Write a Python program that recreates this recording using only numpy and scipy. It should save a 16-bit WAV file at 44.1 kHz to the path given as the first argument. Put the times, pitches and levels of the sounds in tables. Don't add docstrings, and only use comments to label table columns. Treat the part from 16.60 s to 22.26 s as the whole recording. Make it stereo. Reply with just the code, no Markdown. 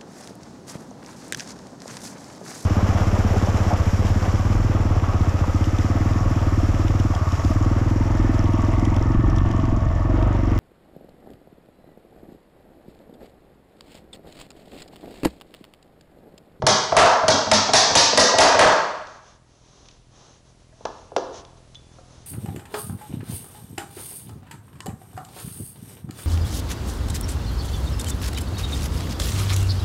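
import sys
import numpy as np
from scipy import signal
from scipy.fft import rfft, irfft
from scipy.io import wavfile

SR = 44100
rng = np.random.default_rng(int(sys.argv[2]) if len(sys.argv) > 2 else 0)


def wav_record(signal):
    frames = np.transpose(np.atleast_2d(signal))
    bounded = np.clip(frames, -1, 1)
    quanta = np.round(bounded * 32767).astype(np.int16)
    wavfile.write(sys.argv[1], SR, quanta)


N = 249606

# start_s, force_db, crack_db
BLOWS = [(0.0663, 7.5, 8.5), (0.3666, 16.5, 7), (0.6814, 6.5, 6), (0.9143, 7.5, 8.5), (1.1344, 10.5, 14.5),
         (1.3526, 8.5, 15.5), (1.5743, 11, 13.5), (1.7844, 15, 12), (1.9913, 16.5, 6)]
# pitch_hz, level_db, t60_s
PANEL_MODES = [(430, -14, 0.019), (514, -8.5, 0.087), (582, -12, 0.097), (639, -2, 0.14),
               (694, -5.5, 0.058), (785, -10.5, 0.06), (886, -9.5, 0.1), (980, -10.5, 0.025),
               (1358, -6.5, 0.012), (1658, -6, .04), (1955, -13.5, 0.093)]
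STEEL_MODES = [(2460, -4, .02), (3260, 9, 0.032), (3700, -3, 0.091), (4560, -8, 0.038), (4660, -5.5, 0.012),
               (5074, -6.5, 0.017), (5150, -4, 0.0087), (5930, -2.5, .025)]
BENCH_MODES = [(77, -14.5, 0.24), (99.3, -1, 0.27), (122.6, -3, 0.13), (158.4, 0.5, 0.084),
               (212.5, -5.5, 0.2), (278, 2, 0.098)]
# frequency_hz, density_db
WOOD_CLACK = [(40, -31.5), (150, -24), (330, -12), (450, -0.5), (650, 0.5), (900, 0), (1600, -8.5),
              (2300, -14), (4000, -17.5), (9000, -38)]
STEEL_CRACK = [(100, -28.5), (1000, -8), (2400, -9), (3500, -4.5), (4700, 0.5), (6300, 1), (7300, -10),
               (8500, -18.5), (11000, -37.5)]
def hammer(firm_db=8.5, firm_contact_hz=4230, doubling_db=19, lift_db=11.5):
    out = np.zeros(N)
    for start_s, force_db, crack_db in BLOWS:
        hardness = 2 ** ((force_db - firm_db) / doubling_db)
        sustain = .9 * hardness
        pitch = 1 + .014 * rng.standard_normal()
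        panel = from_db(-2.5) * ringing(PANEL_MODES, pitch, sustain)
        panel += from_db(-2) * burst(WOOD_CLACK, t60_s=.045)
        panel = butter(panel, firm_contact_hz * hardness, "low")
        steel = burst(STEEL_CRACK, t60_s=.025 * sustain) + from_db(-15.5) * ringing(STEEL_MODES)
        bench = from_db(-6.5) * ringing(BENCH_MODES)
        add(out, start_s, workshop(from_db(force_db) * panel + from_db(crack_db) * steel + bench))
        if force_db > lift_db:
            add(out, start_s, workshop(rattle(force_db)))
    return out


# frequency_hz, density_db
PANEL_CLAP = [(200, -27), (500, -5.5), (850, 1), (1500, 0.5), (2300, -14), (5000, -22.5), (9000, -39)]
def rattle(force_db, claps=6, gap_s=.028, loss_db=3):
    out = np.zeros(SR)
    for k in range(claps):
        start_s = gap_s * (k + 1 + rng.uniform(-.3, .3))
        level_db = force_db - 12.5 - loss_db * k
        add(out, start_s, from_db(level_db) * burst(PANEL_CLAP, t60_s=.05))
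    return out


# start_s, level_db, pitch_ratio
TAPS = [(4.253, -16, 1.0), (4.5640, -9, .85)]
# frequency_hz, density_db
STEEL_CLICK = [(300, -8), (1700, -3), (2400, 2), (3400, 6.5), (4500, 2.5), (6000, 6.5), (7500, -8),
               (11000, -38)]
def taps(contact_hz=1110, rebound_s=.003):
    out = np.zeros(N)
    for start_s, level_db, pitch in TAPS:
        panel = from_db(-5.5) * ringing(PANEL_MODES, pitch, sustain=.42)
        panel += from_db(-1.5) * burst(np.array(WOOD_CLACK) * [pitch, 1], t60_s=.04)
        click = from_db(-17) * burst(STEEL_CLICK, t60_s=.01)
        tap = butter(panel, contact_hz, "low") + click
        add(tap, rebound_s, from_db(-4) * click)
        tap = workshop(tap, room_db=-9.5, first_echo_s=.0053, early_gain=1.6)
        add(out, start_s, from_db(level_db) * tap)
    return out


# start_s, level_db, pitch_ratio
TOUCHES = [(0.037, -7.5, 0.21), (4.126, -48, 1), (4.975, -53, 0.82), (5.385, -43, 0.82)]
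def touches():
    out = np.zeros(N)
    for start_s, level_db, pitch in TOUCHES:
        add(out, start_s, workshop(from_db(level_db) * ringing(PANEL_MODES, pitch)))
    return out


# start_s, level_db
BRAD_TICKS = [(2.4703, -40), (3.2558, -49), (3.2859, -41), (3.312, -49), (4.383, -53), (4.85, -47),
              (5.1468, -47.5)]
# pitch_hz, level_db, t60_s
BRAD_MODES = [(3030, -7, .025), (3300, -2, 0.031), (3470, 6, 0.083), (3960, -6, .045), (6300, -15, 0.044)]
def brads(jump_s=5.153, jump_db=-38.5):
    out = np.zeros(N)
    for start_s, level_db in BRAD_TICKS:
        tick = burst(STEEL_CLICK, t60_s=.025) + from_db(-14) * ringing(BRAD_MODES)
        add(out, start_s, from_db(level_db) * workshop(tick))
    add(out, jump_s, from_db(jump_db) * workshop(ringing(BRAD_MODES), room_db=-16))
    return out


# start_s, length_s, peak_db
STROKES = [(2.44, 0.18, -41.5), (2.6, 0.19, -43.5), (2.85, 0.26, -51), (3.022, 0.39, -46),
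           (3.496, 0.33, -44.5), (3.831, .12, -52.5), (3.98, 0.085, -55.5), (4.12, 0.43, -49),
           (4.72, 0.11, -37.5), (4.963, 0.031, -54), (5.09, 0.091, -62), (5.304, 0.14, -54),
           (5.437, 0.27, -52.5)]
# frequency_hz, density_db
SKIN_FRICTION = [(150, 1), (500, 3), (1100, 1), (2200, -11.5), (3600, -4), (4800, -7), (6300, 1),
                 (7500, -15.5), (9000, -25)]
def hand(peak_share=.4, roundness=.78):
    t, speed = np.arange(N) / SR, np.zeros(N)
    for start_s, length_s, peak_db in STROKES:
        rise_and_fall = np.interp((t - start_s) / length_s, [0, peak_share, 1], [0, 1, 0])
        speed += from_db(peak_db) * np.sin(np.pi / 2 * rise_and_fall) ** roundness
    return speed * noise(SKIN_FRICTION, N)


# frequency_hz, density_db
HISS = [(30, 6.5), (100, 2), (250, -13), (600, -11.5), (1500, -22), (3000, -23.5), (6200, -22.5),
        (8500, -26.5), (11000, -25.5)]
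def background(period_s=.023981, first_s=.0163, corner_hz=210):
    times = np.arange(first_s, N / SR, period_s)
    pulses = np.zeros(N)
    pulses[(times * SR).astype(int)] = 1 + .12 * rng.standard_normal(len(times))
    age = 2 * np.pi * corner_hz * np.arange(SR // 40) / SR
    buzz = signal.fftconvolve(pulses, age * np.exp(1 - age))[:N]
    hum = np.cos(6 * np.pi * (np.arange(N) / SR - first_s - .001) / period_s)
    return from_db(-37.5) * (buzz - buzz.mean()) + from_db(-53.5) * hum + from_db(-46.5) * noise(HISS, N)


# frequency_hz, density_db
ROOM_COLOUR = [(80, -8.5), (250, 5.5), (600, -2), (1200, 1.5), (2500, -3), (5500, 0), (8000, -3.5),
               (11000, -10)]
# frequency_hz, t60_s
ROOM_DECAY = [(100, 0.75), (500, 0.7), (1400, 0.81), (4000, 0.73), (6500, 0.61), (10000, 0.83)]
def workshop(x, room_db=-9, first_echo_s=.012, build_s=.009, early_gain=.87, early_s=.015):
    t, hz = np.arange(SR) / SR, np.fft.rfftfreq(SR, 1 / SR)
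    field = rfft(noise(ROOM_COLOUR, SR))
    centres_hz, tail = np.array(ROOM_DECAY)[:, 0], np.zeros(SR)
    for share, (_, t60_s) in zip(np.eye(len(centres_hz)), ROOM_DECAY):
        band = irfft(field * at_hz(np.c_[centres_hz, share], hz), SR)
        tail += band * from_db(-60 * t / t60_s)
    tail *= np.clip((t - first_echo_s) / build_s, 0, 1)
    tail *= 1 + early_gain * np.exp(-t / early_s)
    response = from_db(room_db) * tail / np.linalg.norm(tail)
    response[0] = 1
    return signal.fftconvolve(x, response)


def ringing(modes, pitch=1, sustain=1, scatter_db=4):
    t = np.arange(SR // 2) / SR
    hz, level_db, t60_s = np.transpose(modes)[:, :, None]
    struck_db = level_db + scatter_db * rng.standard_normal(level_db.shape)
    envelopes = from_db(struck_db - 60 * t / (t60_s * sustain))
    signs = (-1) ** np.arange(len(modes))[:, None]
    partials = signs * envelopes * np.sin(2 * np.pi * hz * pitch * t)
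    return np.sqrt(sustain) * as_hit(partials.sum(axis=0))


def burst(spectrum, t60_s):
    t = np.arange(SR // 2) / SR
    colour = from_db(at_hz(spectrum, np.fft.rfftfreq(len(t), 1 / SR)))
    x = rng.standard_normal(len(t)) * from_db(-60 * t / t60_s)
    for _ in range(4):
        phase = np.angle(rfft(x))
        x = irfft(colour * np.exp(1j * phase), len(t)) / (1 + (t / t60_s) ** 4)
    return as_hit(x)


def noise(spectrum, size):
    colour = from_db(at_hz(spectrum, np.fft.rfftfreq(size, 1 / SR)))
    x = irfft(rfft(rng.standard_normal(size)) * colour, size)
    return x / x.std()


def as_hit(x):
    return x / np.sqrt(np.sum(x ** 2) / (.015 * SR))


def from_db(db):
    return 10 ** (np.asarray(db) / 20)


def at_hz(points, hz):
    points_hz, values = np.transpose(points)
    return np.interp(np.log(np.maximum(hz, 1)), np.log(points_hz), values)


def butter(x, hz, kind, order=2):
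    return signal.sosfilt(signal.butter(order, min(hz, .45 * SR), kind, fs=SR, output="sos"), x)


def add(track, start_s, sound):
    start = round(start_s * SR)
    track[start:start + len(sound)] += sound[:len(track) - start]


def nearly_mono(x, side_db=-32):
    scatter = rng.standard_normal(SR // 100)
    side = from_db(side_db) * signal.fftconvolve(x, scatter / np.linalg.norm(scatter))[:N]
    return np.array([x + side, x - side])


def scene():
    return nearly_mono(hammer() + taps() + brads() + touches() + hand() + background())


def gain_control(x, threshold_db=-1.5, deepest_db=12, recovery_db_per_s=2.5, smoothing_samples=1500):
    step = 1 / smoothing_samples
    power = signal.lfilter([step], [1, step - 1], np.mean(x ** 2, axis=0))
    cut_db = np.clip(10 * np.log10(power + 1e-12) - threshold_db, 0, deepest_db)
    cut_db[0] = deepest_db
    recovery_db = recovery_db_per_s * np.arange(N) / SR
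    return x * from_db(recovery_db - np.maximum.accumulate(cut_db + recovery_db))


def overload(x, ceiling=.32):
    clipped = x / (1 + (x / ceiling) ** 6) ** (1 / 6)
    return signal.lfilter([.74, -1], [1, -.74], -clipped)


def fore_knock(x, lead_s=.0452, level_db=-33.5, ceiling=8.3):
    lead = round(lead_s * SR)
    early = np.pad(x[:, lead:], ((0, 0), (0, lead)))
    early = ceiling * np.tanh(early / ceiling)
    body = butter(early, 1000, "low") + from_db(9) * butter(early, 260, "low", order=1)
    bright_edge = from_db(-26) * butter(early, 9000, "high")
    return from_db(level_db) * (body + bright_edge)


def record(dry, low_cut_hz=32, soft_top_hz=9500, cutoff_hz=11100):
    x = overload(gain_control(dry)) + fore_knock(dry)
    x = butter(butter(x, low_cut_hz, "high"), soft_top_hz, "low")
    return signal.sosfilt(signal.ellip(10, .3, 80, cutoff_hz, fs=SR, output="sos"), x)


dry = scene()
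out = record(dry)
wav_record(out)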